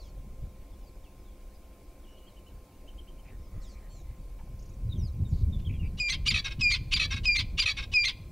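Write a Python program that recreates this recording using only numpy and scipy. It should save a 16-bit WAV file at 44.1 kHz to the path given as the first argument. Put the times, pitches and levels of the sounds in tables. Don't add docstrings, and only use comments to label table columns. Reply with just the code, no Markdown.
import sys
import numpy as np
from scipy import signal
from scipy.fft import rfft, irfft, next_fast_len
from scipy.io import wavfile
from scipy.ndimage import uniform_filter1d

SR = 44100
rng = np.random.default_rng(int(sys.argv[2]) if len(sys.argv) > 2 else 0)


def to_wav(s):
    ch = np.atleast_2d(s).T
    pcm = np.round(np.clip(ch, -1, 1) * 32767)
    wavfile.write(sys.argv[1], SR, pcm.astype(np.int16))


def invert_db(x):
    u = np.asarray(x, float) / 20
    return 10 ** u


N = 366471

# t/s, level/dB, extra flutter level/dB
WIND_STRENGTH = [(0, -45.5, -2.5), (.5, -41.5, -2), (.7, -48, -1.5), (1.2, -48.5, -2.5), (2.2, -48, -10.5),
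                 (2.55, -48, 1.5), (2.9, -43.5, -17), (3.3, -46.5, 1.5), (3.8, -44, -6), (4.75, -43.5, 3.5),
                 (4.9, -38.5, 10.5), (5.5, -36, 6.5), (5.95, -38, 6), (6.2, -36.5, 1.5), (7, -36, -1),
                 (7.548, -34.5, -5.5), (8.05, -41, -4.5), (8.31, -53, 23)]
# t/s, extra thud level/dB, extra flutter level/dB
GUSTS = [(.22, 4.5, 8.5), (.44, 6.5, 5.5), (2.7, -31, -3.5), (3.4, 4, 6.5), (3.6, 3.5, 13.5),
         (4.08, 5.5, 9), (3.95, -1, 4.5), (4.3, -2.5, -7), (4.4, 1.5, 2.5), (4.87, 3, 2.5), (5.02, 2, 2.5),
         (5.11, -1, -23), (5.25, 0, -0.5), (5.34, 7, 6), (5.441, 8.5, 1.5), (5.87, 2, 4.5), (6.06, -1, -30),
         (6.82, 0.5, 3.5), (7.0, 2.5, -3), (6.322, -4, 7), (6.48, -3, -7), (6.7, -0.5, -1.5),
         (7.174, -7, 8), (7.3, 0.5, -6), (7.42, -9, 5), (7.66, -6.5, -8), (7.73, -6, -5), (7.91, 0.5, 5)]
# f/Hz, level/dB per Hz
THUD_COLOUR = [(10, -8), (25, 2), (45, 3), (70, -6.5), (110, -33), (200, -67)]
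# f/Hz, level/dB per Hz
FLUTTER_COLOUR = [(40, -26), (70, 2), (110, -3), (170, -11.5), (270, -22), (450, -36.5), (800, -97)]
GUST_S = 0.049
FLUTTER_DB, FLUTTER_SLOPE, CALM_DB = -54.5, 1.606, -46.5

# f/Hz, level/dB per Hz
AIR_COLOUR = [(71, -29), (120, -5.5), (196, -4.5), (445, -6), (513, -5.5), (580, -5.5), (874, -13),
              (1050, -16.5), (1140, -17.5), (1400, -20), (2020, -25), (2240, -22), (4140, -25),
              (14700, -28), (16000, -25.5)]
# f/Hz, level/dB per Hz
HISS_COLOUR = [(18, -14), (30, -20), (71, -10), (145, -32), (287, -24), (2350, -19), (7270, -18),
               (16000, -18.5)]
# f/Hz, waver as share of f, level/dB
MOTOR_HUM = [(516.4, 0.0046, -70), (1049, 0.00051, -72)]
# f/Hz, width/Hz, level/dB
DRONE = [(200, 27, -66.5), (282, 32, -69), (351, 65, -68), (2290, 460, -77)]
AIR_DB, HISS_DB = -60.5, -72

# f/Hz, t60/s
SCRUB_DECAY = [(500, 0.4), (2500, 0.78), (7000, 0.41), (14000, 0.037)]

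# t/s, length/s, start f/Hz, end f/Hz, level/dB
TWITTER = [(-.02, 0.063, 5500, 3860, -60.5), (0.025, 0.08, 3800, 2950, -71), (.028, 0.042, 5900, 4850, -69),
           (0.074, 0.05, 4700, 4200, -72), (0.712, 0.045, 3775, 3260, -74),
           (1.036, 0.031, 3850, 2670, -67.5), (1.062, .03, 2680, 2610, -69), (1.182, .05, 5500, 4900, -76),
           (1.243, 0.066, 3950, 3260, -75), (1.54, .04, 5130, 4800, -72), (1.833, .07, 5600, 4500, -78),
           (2.018, .022, 4700, 3700, -76), (2.036, 0.0255, 3730, 2830, -69), (2.11, .04, 5800, 5530, -76),
           (2.27, 0.045, 4800, 3900, -71), (3.418, 0.082, 5800, 4800, -75)]
# t/s, length/s, f/Hz, width/Hz, level/dB
BUZZES = [(0.0, 0.11, 5600, 2490, -70.5), (3.237, 0.079, 2369, 604, -64), (3.29, 0.073, 1760, 400, -71),
          (3.307, 0.65, 1245, 200, -76.5), (3.511, 0.22, 1940, 326, -75), (3.61, 0.06, 5200, 2600, -71),
          (3.675, 0.085, 5840, 2000, -69), (3.735, .06, 2250, 500, -66.5), (3.784, 0.1, 1860, 496, -70),
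          (3.945, 0.084, 6060, 1820, -70), (4.037, 0.12, 2150, 533, -72.5),
          (4.384, 0.021, 1840, 1500, -65.5), (4.386, .032, 900, 200, -60), (5.312, 0.13, 4240, 1500, -66),
          (5.335, .087, 6600, 1215, -74), (5.587, 0.022, 2710, 3000, -62), (5.683, 0.1, 2460, 463, -57.5),
          (5.821, 0.064, 2460, 412, -56.5)]
# t/s, length/s, start f/Hz, end f/Hz, level/dB
WARBLE = [(.79, 0.045, 5800, 5150, -81), (.825, .05, 5200, 4700, -75), (4.973, 0.067, 6320, 5330, -63),
          (5.021, 0.05, 5400, 4800, -56), (5.058, 0.039, 4930, 3700, -62), (4.892, 0.041, 4040, 3760, -61),
          (4.919, 0.02, 3880, 3550, -49), (4.94, 0.044, 3680, 3000, -65), (4.97, 0.12, 3220, 2200, -77),
          (4.99, 0.04, 3900, 3600, -68), (5.07, .025, 7000, 5600, -71), (5.093, .015, 5450, 5330, -69),
          (5.13, .02, 4950, 4700, -72), (4.87, .014, 5200, 4500, -71), (5.247, 0.035, 3870, 3630, -62),
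          (5.27, 0.058, 7600, 6460, -69), (5.298, .035, 6300, 4300, -70), (5.523, 0.043, 3700, 3490, -53.5),
          (5.61, 0.032, 3600, 3560, -68), (5.648, 0.012, 3150, 3530, -55),
          (5.659, 0.027, 3450, 2980, -49.5), (5.73, 0.05, 3450, 3140, -65),
          (5.79, 0.039, 2910, 2760, -55.5)]
# t/s, length/s, start f/Hz, end f/Hz, level/dB
WHINES = [(.865, .035, 4600, 3800, -68.5), (3.885, 0.14, 4300, 3470, -68), (3.892, 0.13, 7150, 6200, -68),
          (3.9, .071, 5700, 5400, -74), (3.9, 0.038, 2900, 2880, -73), (5.84, 0.088, 4750, 3580, -73)]
# t/s, length/s, start f/Hz, end f/Hz, level/dB
YELPS = [(3.61, 0.086, 4800, 3100, -64), (3.615, 0.086, 8000, 4300, -66), (3.603, .03, 5100, 5700, -70),
         (3.67, 0.086, 5300, 4000, -64), (3.622, 0.049, 9000, 7000, -65), (3.65, 0.042, 7400, 6200, -68),
         (3.67, 0.076, 9400, 6800, -70)]
# t/s, length/s, f/Hz, beats/Hz, beat depth, level/dB
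TRILL = (2.05, .285, 2905, 103, 1.0, -67)
# t/s, top f/Hz, level/dB
PEEPS = [
    (2.166, 3230, -69),
    (2.262, 3240, -62.5),
    (2.36, 3060, -61.5),
    (2.459, 3040, -62.5),
    (2.872, 3100, -56),
    (2.975, 3200, -56.5),
    (3.072, 3150, -60),
    (3.178, 3090, -65.5),
]
# t/s, level/dB
TICKS = [(4.591, -63), (4.621, -64), (4.655, -66), (4.69, -65), (4.735, -68)]
TICK_GLIDE = (4300, 7000)
SAG = -0.16
WHINE_ARCH, WARBLE_SAG = 0.1, -0.0136
PEEP_ARCH_HZ, PEEP_S, PEEP_SHARP = 570, 0.035, 0.96
TICK_S, TICK_BEND, TICK_ECHO_DB = 0.0109, 0.114, -5
BUZZ_PER_S, BUZZ_SLOPE = 14, 0.47

# t/s, peak level/dB, f/Hz
BUFFETS = [
    (4.848, -29.5, 45.8),
    (4.848, -23.5, 99),
    (5.077, -24.5, 65),
    (5.219, -38, 45.5),
    (5.218, -21, 94.7),
    (5.319, -18.5, 111),
    (5.418, -17, 80),
    (5.545, -22.5, 45.8),
    (5.735, -22.5, 72.7),
    (5.802, -26, 50.3),
]
BUFFET_TURNS = 1.64

# t/s, f/Hz, partial 1 level/dB, partial 2 level/dB
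SQUEALS = [
    [(5.997, 2440, -35, -34), (6.007, 2472, -28.5, -31.5), (6.037, 2398, -32.5, -40.5),
     (6.085, 2394, -29, -38.5), (6.098, 2320, -37, -47), (6.108, 2200, -45, -55)],
    [(6.608, 2540, -41, -31), (6.618, 2570, -27, -35.5), (6.642, 2449, -27, -27.5),
     (6.664, 2420, -20.5, -36.5), (6.726, 2356, -33, -32.5), (6.738, 2370, -40, -62)],
    [(7.252, 2590, -26, -44), (7.26, 2527, -29, -33.5), (7.28, 2487, -27, -25.5),
     (7.292, 2416, -19.5, -36.5), (7.338, 2385, -31.5, -29), (7.372, 2347, -26, -53)],
    [(7.934, 2640, -51, -61), (7.94, 2534, -26.5, -36.5), (7.962, 2500, -24, -23.5),
     (7.972, 2426, -19, -36), (8.024, 2382, -31, -28), (8.05, 2380, -25, -47)],
]
SQUEAL_THIRD_DB = [-14, -18, -23.5, -23.5]
UPPER_DB = [-22, -34, -36]
HOOK_UPPER_DB = [-11.5, -26, -31, -31]
PIP_UPPER_DB = [-9, -18, -27]

# t/s from the peak, f ratio, partials 1-3 level/dB from the peak
FIRST_HOOK = [(-.02, .93, -15, -8, -6), (-.012, .97, -4, -4, -7), (-.004, 0.98, -0.5, -3, -3.5),
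              (.008, 1, -2, -10, -6.5), (.014, .9, -12, -6, -17), (.024, 0.83, -16, -8, -30)]
HOOK = [(-.022, .9, -8, -27.5, -28), (-.016, .95, -2.5, -16, -22), (-.012, 0.99, -11, -8, -14.5),
        (-.008, 0.98, 1, -4.5, -12), (-.002, 0.96, -11.5, -3, -13.5), (.005, 0.98, -2.5, -0.5, -15),
        (.012, 0.91, -10.5, -5, -32), (.022, 0.94, -31, -10, -36)]
SPLIT_PIP = [(-.01, 1.003, -2, -20, -27), (0, 0.989, -13, -3.5, -26), (.007, .985, -20, -8, -24),
             (.01, .98, -33, -25, -29), (.014, .97, -12, -11, -22), (.018, .92, -12, -17, -26),
             (.028, 0.72, -26, -16, -43)]
PIP = [(-.01, 1.003, -2, -20, -31), (0, 0.989, -14, -2, -27), (.012, 0.984, -13.5, -9, -26),
       (.018, .94, -16, -14.5, -30), (.028, 0.76, -29, -13, -42)]
THROB = [(-.006, 1.04, -28, -30, -15), (.002, 1.02, -19, 5.5, -13), (.011, 1, -40, -12.5, -14),
         (.019, 1, -18, 3, -16.5), (.027, 1, -28, -18, -17), (.034, .99, -29, -2, -17),
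         (.046, 1.1, -35, -15, -20.5)]
# peak t/s, f/Hz, level/dB
FIRST_HOOKS = [(6.114, 2108, -33.5)]
HOOKS = [(6.733, 2219, -27), (7.378, 2180, -29.5), (8.066, 2160, -27.5)]
SPLIT_PIPS = [(6.29, 2420, -18)]
PIPS = [(6.944, 2415, -22), (7.603, 2430, -20)]
THROBS = [(6.344, 1262, -27), (6.999, 1270, -26), (7.661, 1252, -25.5)]

# t/s from the mark, level/dB
OPENING = [(-.024, -19), (.002, 1), (.012, -41.5)]
TURNING = [(-.014, -6.5), (0, 2), (.014, 4.5)]
ENDING = [(-.018, -14.5), (-.004, -7), (.012, -9.5), (.024, -20), (.04, -38)]
RISING = [(-.016, -28.5), (-.006, -7.5), (0, -1.5), (.012, 2.5), (.017, 2), (.022, -9)]
SNAPPING = [(-.011, -15), (0, -1), (.012, -7), (.028, -22)]
CROAK = [(-.01, -8), (-.001, -5), (.027, -4), (.05, -7), (.058, -8.5), (.07, -20)]
RASP = [(-.014, -19), (-.005, -6), (.012, -0.5), (.03, -6), (.048, -22)]
LAST_RASP = [(-.028, -17), (-.012, -3), (0, 0.5), (.012, -9), (.029, -30)]
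# mark t/s, effort level/dB
OPENINGS = [(5.994, -46.5), (6.615, -42), (7.255, -41.5), (7.938, -41.5)]
TURNINGS = [(6.096, -44), (6.713, -42.5), (7.359, -43.5), (8.048, -42)]
ENDINGS = [(6.133, -32.5), (6.749, -32), (7.399, -30), (8.088, -31)]
RISINGS = [(6.267, -37.5), (6.924, -38), (7.586, -37.5)]
SNAPPINGS = [(6.313, -35.5), (6.967, -35), (7.626, -34.5)]
CROAKS = [(6.344, -25.5), (7.0, -23.5), (7.662, -24)]
RASPS = [(6.452, -35), (7.114, -34), (7.777, -36.5)]
LAST_RASPS = [(6.523, -44), (7.178, -40), (7.839, -44.5)]

# slack f/Hz, tense f/Hz, width/Hz, level/dB
OPENING_PIPE = [(1000, 1750, 520, 1.8), (2000, 3600, 230, 6.2), (2950, 3070, 180, 21.4),
                (3700, 3100, 2000, 12.3), (4600, 4600, 720, 5.5)]
SCRAPE_PIPE = [(970, 2140, 224, -0.5), (2250, 2880, 300, 14), (3000, 2320, 100, 11.5),
               (3700, 3840, 1600, 11), (4800, 3760, 490, 8)]
RISING_PIPE = [(900, 1600, 110, -3.5), (1670, 4100, 130, 7), (2290, 2730, 186, 11.5),
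               (2900, 3000, 320, 14.5), (3400, 3990, 680, 9), (4300, 4360, 730, 3)]
CROAK_PIPE = [(567, 690, 160, -15), (1156, 1400, 130, -12), (1715, 2000, 85, 2), (2320, 2310, 220, -1.5),
              (2900, 4600, 120, -10), (3440, 3100, 240, 2.5), (3950, 3730, 330, 3.5),
              (4500, 4500, 340, -8.5), (4800, 4000, 180, 4)]
RASP_PIPE = [(900, 900, 190, -12.5), (1500, 1780, 890, -6), (2260, 2180, 195, 2), (2500, 2510, 200, 6.5),
             (3060, 3040, 160, 0.5), (3800, 3640, 450, 2), (4440, 4500, 250, -4.5), (4800, 6200, 200, -3.5),
             (5400, 5300, 300, -13.5)]
BEAK = [(5530, 5810, 540, 14), (6540, 7300, 400, 8.5), (7370, 9740, 1900, 0), (11300, 9000, 2500, -7)]
SWEEP = [(3100, 4600, 200, 2)]
# delay t/s, level/dB
BANKS = [(0.051, -41), (0.085, -41.5), (.121, -39), (.157, -38)]
DULLING_DB = 4
CREST = 2.0


def evened(x):
    return x / np.sqrt(np.mean(x ** 2) + 1e-20)


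def read(points, hz):
    f, value = np.transpose(points)
    return np.interp(np.log(hz + 1), np.log(f + 1), value)


def add(mix, s, sound):
    at = round(s * SR)
    part = mix[max(at, 0):max(at + len(sound), 0)]
    part += sound[max(-at, 0):][:len(part)]


def wander(size, span):
    return evened(uniform_filter1d(rng.standard_normal(size), max(int(span), 1)))


def sine(hz):
    return np.sin(2 * np.pi * np.cumsum(hz) / SR)


def band(x, low_hz, high_hz):
    return signal.sosfilt(signal.butter(2, [low_hz, high_hz], "bandpass", fs=SR, output="sos"), x)


def resonate(x, hz, width):
    turn = np.exp(2j * np.pi * np.cumsum(hz * np.ones(len(x))) / SR)
    r = np.exp(-np.pi * width / SR)
    return 2 * (turn * signal.lfilter([(1 - r) ** 2], [1, -2 * r, r * r], x / turn)).real


def pulses(per_s, uneven_db, alternate):
    turns = np.floor(np.cumsum(per_s) / SR)
    size = invert_db(uneven_db * rng.standard_normal(len(turns))) * (1 - alternate * (turns % 2))
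    return (np.diff(turns, prepend=-1) > 0) * size


def noise(colour, patchy_db):
    frames, hz = N // 256 + 5, np.fft.rfftfreq(1024, 1 / SR)
    a, b, patches = rng.standard_normal((frames, 513, 3)).T
    patches = evened(uniform_filter1d(uniform_filter1d(patches, 6, 0), 6, 1))
    z = (a + 1j * b) * invert_db(read(colour, hz)[:, None] + patchy_db * patches)
    return evened(signal.istft(z, nperseg=1024, noverlap=768)[1][:N])


def scrub(x, gap, quicker):
    taps = np.zeros(SR)
    at = np.arange(int(gap * SR), SR - 20, 20)
    taps[at + rng.integers(0, 20, len(at))] = rng.choice([-1., 1.], len(at))
    hz, t, z = signal.stft(taps, SR, nperseg=256)
    decay_db = -60 * quicker * t / read(SCRUB_DECAY, hz)[:, None]
    tail = signal.istft(z * invert_db(decay_db), SR, nperseg=256)[1]
    return signal.fftconvolve(x, tail / np.linalg.norm(tail))[:N]


def wind():
    t = np.arange(N // 64 + 2) * 64 / SR
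    at, *controls = np.transpose(WIND_STRENGTH)
    strength_db, buffet_db = (np.interp(t, at, c) for c in controls)
    s, *extra_db = np.transpose(GUSTS)
    thud_db, flutter_db = extra_db @ np.exp(-((t - s[:, None]) / GUST_S) ** 2)
    thud_db = thud_db + strength_db
    flutter_db = flutter_db + buffet_db + FLUTTER_DB + FLUTTER_SLOPE * (strength_db - CALM_DB)
    thud_db, flutter_db = (np.interp(np.arange(N) / SR, t, c) for c in (thud_db, flutter_db))
    size = next_fast_len(N)
    hz = np.fft.rfftfreq(size, 1 / SR)
    thud, flutter = (evened(irfft(rfft(rng.standard_normal(size)) * invert_db(read(colour, hz)), size)[:N])
                     for colour in (THUD_COLOUR, FLUTTER_COLOUR))
    lumps = invert_db(3.75 * evened(resonate(wander(N, 410), 0, 47.6)))
    pressure = invert_db(thud_db) * thud + invert_db(flutter_db) * evened(flutter * lumps)
    return pressure * invert_db([[.11], [-.11]])


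def background():
    hum = sum(invert_db(db) * np.sqrt(2) * sine(hz * (1 + waver * wander(N, 3000)))
              for hz, waver, db in MOTOR_HUM)
    drone = sum(invert_db(db) * evened(resonate(rng.standard_normal(N), hz, width)) for hz, width, db in DRONE)
    air = invert_db(AIR_DB) * noise(AIR_COLOUR, patchy_db=2.0)
    apart = invert_db(HISS_DB) * noise(HISS_COLOUR, patchy_db=0.0) * np.array([[1], [-1]])
    return hum + drone + air + apart


def chirp(length, start_hz, end_hz, db, bend, sharp=.7, shaky=.014, lean=.8):
    u = np.linspace(0, 1, int(length * SR))
    glide = start_hz + (end_hz - start_hz) * u
    hz = glide * (1 + 4 * bend * u * (1 - u) + shaky * wander(len(u), 60))
    swell = invert_db(db + 1.5 * wander(len(u), 250)) * abs(np.sin(np.pi * u ** lean)) ** sharp
    return np.sqrt(2) * swell * sine(hz)


def twitter(out):
    for s, length, start_hz, end_hz, db in TWITTER:
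        add(out, s, chirp(length, start_hz, end_hz, db, SAG * np.log(start_hz / end_hz)))


def buzzes(out):
    for s, length, hz, width, db in BUZZES:
        size, per_s = int(length * SR), BUZZ_PER_S * width ** BUZZ_SLOPE
        beats = pulses(per_s * (1 + .08 * wander(size, 400)), uneven_db=2, alternate=0)
        puffs = beats + .3 * signal.lfilter([1], [1, -.99], beats) * rng.standard_normal(size)
        ring = resonate(resonate(puffs, hz, 1.6 * width), hz, 1.6 * width)
        add(out, s, invert_db(db) * evened(ring) * signal.windows.tukey(size, .3))


def warbler(out):
    for s, *shape in WARBLE:
        add(out, s, chirp(*shape, WARBLE_SAG))


def young_dogs(out):
    for s, *shape in WHINES:
        add(out, s, chirp(*shape, WHINE_ARCH))
    for s, length, start_hz, end_hz, db in YELPS:
        add(out, s, chirp(length, start_hz, end_hz, db - 2, SAG * np.log(start_hz / end_hz), shaky=.028))


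def trill(out):
    s, length, hz, per_s, depth, db = TRILL
    t = np.arange(0, length, 1 / SR)
    size = len(t)
    beat = np.cos(2 * np.pi * per_s * t + .6 * wander(size, 1500)) * np.linspace(1, .45, size)
    level = invert_db(db + 1.5 * wander(size, 900) - 150 * np.maximum(t - .21, 0))
    tone = sine(hz * (1 + .014 * beat + .005 * wander(size, 700)))
    add(out, s, level * (1 + depth * beat) * tone * signal.windows.tukey(size, .15))


def peeps(out):
    for s, top_hz, db in PEEPS:
        foot_hz = top_hz - PEEP_ARCH_HZ
        add(out, s, chirp(PEEP_S, foot_hz, foot_hz, db, PEEP_ARCH_HZ / foot_hz, PEEP_SHARP, .003, 1.1))


def ticks(out):
    dry_ticks = np.zeros(N)
    for s, db in TICKS:
        add(dry_ticks, s, chirp(TICK_S, *TICK_GLIDE, db, TICK_BEND, .5, .04))
    out += dry_ticks + invert_db(TICK_ECHO_DB) * scrub(dry_ticks, gap=.001, quicker=5.8)


def far_calls():
    out = np.zeros(N)
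    for source in (twitter, buzzes, warbler, young_dogs, trill, peeps, ticks):
        source(out)
    return out


def buffets():
    out = np.zeros(N)
    for s, db, hz in BUFFETS:
        u = np.linspace(0, 1, int(BUFFET_TURNS * 2 / hz * SR))
        swing = np.cos(4 * np.pi * BUFFET_TURNS * u + 2 * np.pi * rng.random())
        add(out, s, invert_db(db - 2.5) * np.sin(np.pi * u ** 0.86) ** 2 * swing)
    return out


def unfold(rows):
    s, *columns = np.transpose(rows)
    t = np.arange(s[0], s[-1], 1 / SR)
    return s[0], [np.interp(t, s, c) for c in columns]


def marked(shape, events):
    return [np.add(shape, event) for event in events]


def pitched(shape, events):
    return [np.multiply(shape, [1, hz, 1, 1, 1]) + [s, 0, db, db, db] for s, hz, db in events]


def through(x, modes, tension):
    out = 0
    for slack_hz, tense_hz, width, db in modes:
        flicker = invert_db(db + 1.5 * wander(len(x), 120))
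        out = out + flicker * resonate(x, slack_hz + (tense_hz - slack_hz) * tension, width)
    return out


def croak(rows, pipe, rate_hz, jitter, rough, tensing, curve, bright_db, lift_db, sweep_db=-40):
    s, (effort_db,) = unfold(rows)
    size = len(effort_db)
    tension = (np.linspace(0, 1, size) ** curve)[::1 if tensing else -1]
    per_s = rate_hz * (1 + .02 * tension + jitter * wander(size, 200))
    beats = pulses(per_s, uneven_db=1.2, alternate=.4)
    puffs = signal.lfilter([1], [1, -.985], beats) * rng.standard_normal(size)
    drive = (1 - rough) * evened(beats - beats.mean()) + rough * evened(puffs)
    sound = evened(through(drive, pipe, tension))
    beak_gain = invert_db(bright_db - DULLING_DB * (.5 - tension))
    sound = sound + beak_gain * evened(through(drive, BEAK, tension))
    sound = sound + invert_db(sweep_db) * evened(through(drive, SWEEP, tension))
    sound = 1.1 * CREST * np.tanh(sound / CREST)
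    return s, invert_db(effort_db + lift_db) * sound * signal.windows.tukey(size, .25)


def harsh_notes():
    out = np.zeros(N)
    smear, blur, sweep_db = .33, .38, -7
    for rows in marked(OPENING, OPENINGS):
        add(out, *croak(rows, OPENING_PIPE, 550, 0.045, blur, True, 2.4, bright_db=-9, lift_db=8.5))
    for rows in marked(TURNING, TURNINGS):
        add(out, *croak(rows, SCRAPE_PIPE, 550, 0.043, blur, True, 2.4,
                        bright_db=-10.0, lift_db=9.0, sweep_db=sweep_db))
    for rows in marked(ENDING, ENDINGS) + marked(SNAPPING, SNAPPINGS):
        add(out, *croak(rows, SCRAPE_PIPE, 530, 0.044, blur, False, 2.5,
                        bright_db=-26.0, lift_db=10.0, sweep_db=sweep_db))
    for rows in marked(RISING, RISINGS):
        add(out, *croak(rows, RISING_PIPE, 550, 0.048, blur, True, 0.97, bright_db=-12.5, lift_db=11.5))
    for rows in marked(CROAK, CROAKS):
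        add(out, *croak(rows, CROAK_PIPE, 568, .018, smear, False, 0.8, bright_db=-13.5, lift_db=-0.2))
    for rows in marked(RASP, RASPS) + marked(LAST_RASP, LAST_RASPS):
        add(out, *croak(rows, RASP_PIPE, 540, 0.03, blur, False, 1.2, bright_db=-17.5, lift_db=4.5))
    return band(out, 800, 7500)


def whistle(rows, upper_db, shaky=0.0066):
    s, (hz, *partials_db) = unfold(rows)
    partials_db += [partials_db[2] + db for db in upper_db]
    phase = 2 * np.pi * np.cumsum(hz * (1 + shaky * wander(len(hz), 51))) / SR
    tone = sum(invert_db(db) * np.sin((k + 1) * phase) for k, db in enumerate(partials_db))
    return s, np.sqrt(2) * tone * signal.windows.tukey(len(hz), min(.009 * SR / len(hz), 1))


def pure_notes():
    out = np.zeros(N)
    for rows, third_db in zip(SQUEALS, SQUEAL_THIRD_DB):
        add(out, *whistle([(*row, row[-1] + third_db) for row in rows], UPPER_DB))
    for rows in pitched(FIRST_HOOK, FIRST_HOOKS) + pitched(HOOK, HOOKS):
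        add(out, *whistle(rows, HOOK_UPPER_DB, shaky=0.005))
    for rows in pitched(SPLIT_PIP, SPLIT_PIPS) + pitched(PIP, PIPS):
        add(out, *whistle(rows, PIP_UPPER_DB))
    for rows in pitched(THROB, THROBS):
        add(out, *whistle(rows, UPPER_DB, shaky=0.014))
    return out


def near_bird():
    harsh, pure = harsh_notes(), pure_notes()
    grass = invert_db(-13) * scrub(harsh, gap=.0005, quicker=8.4)
    banks = sum(invert_db(db) * np.pad(pure + .15 * harsh, (round(s * SR), 0))[:N] for s, db in BANKS)
    return pure + harsh + band(banks, 3600, 6600) + grass


def scene():
    air = wind() + background() + buffets()
    far, near = far_calls(), near_bird()
    far_echo = invert_db(-13) * scrub(far, gap=.002, quicker=5.0)
    near_echo = invert_db(-30) * scrub(near, gap=0.0096, quicker=1.2)
    return near + near_echo + far + far_echo + air


def top_cut(x):
    return signal.sosfilt(signal.butter(12, 16280, fs=SR, output="sos"), x)


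def record(dry):
    edge = signal.firwin(801, 15760, window=("kaiser", 9), fs=SR)
    mix = signal.oaconvolve(dry, edge[None], "same")
    return top_cut(mix)


dry = scene()
out = record(dry)
to_wav(out)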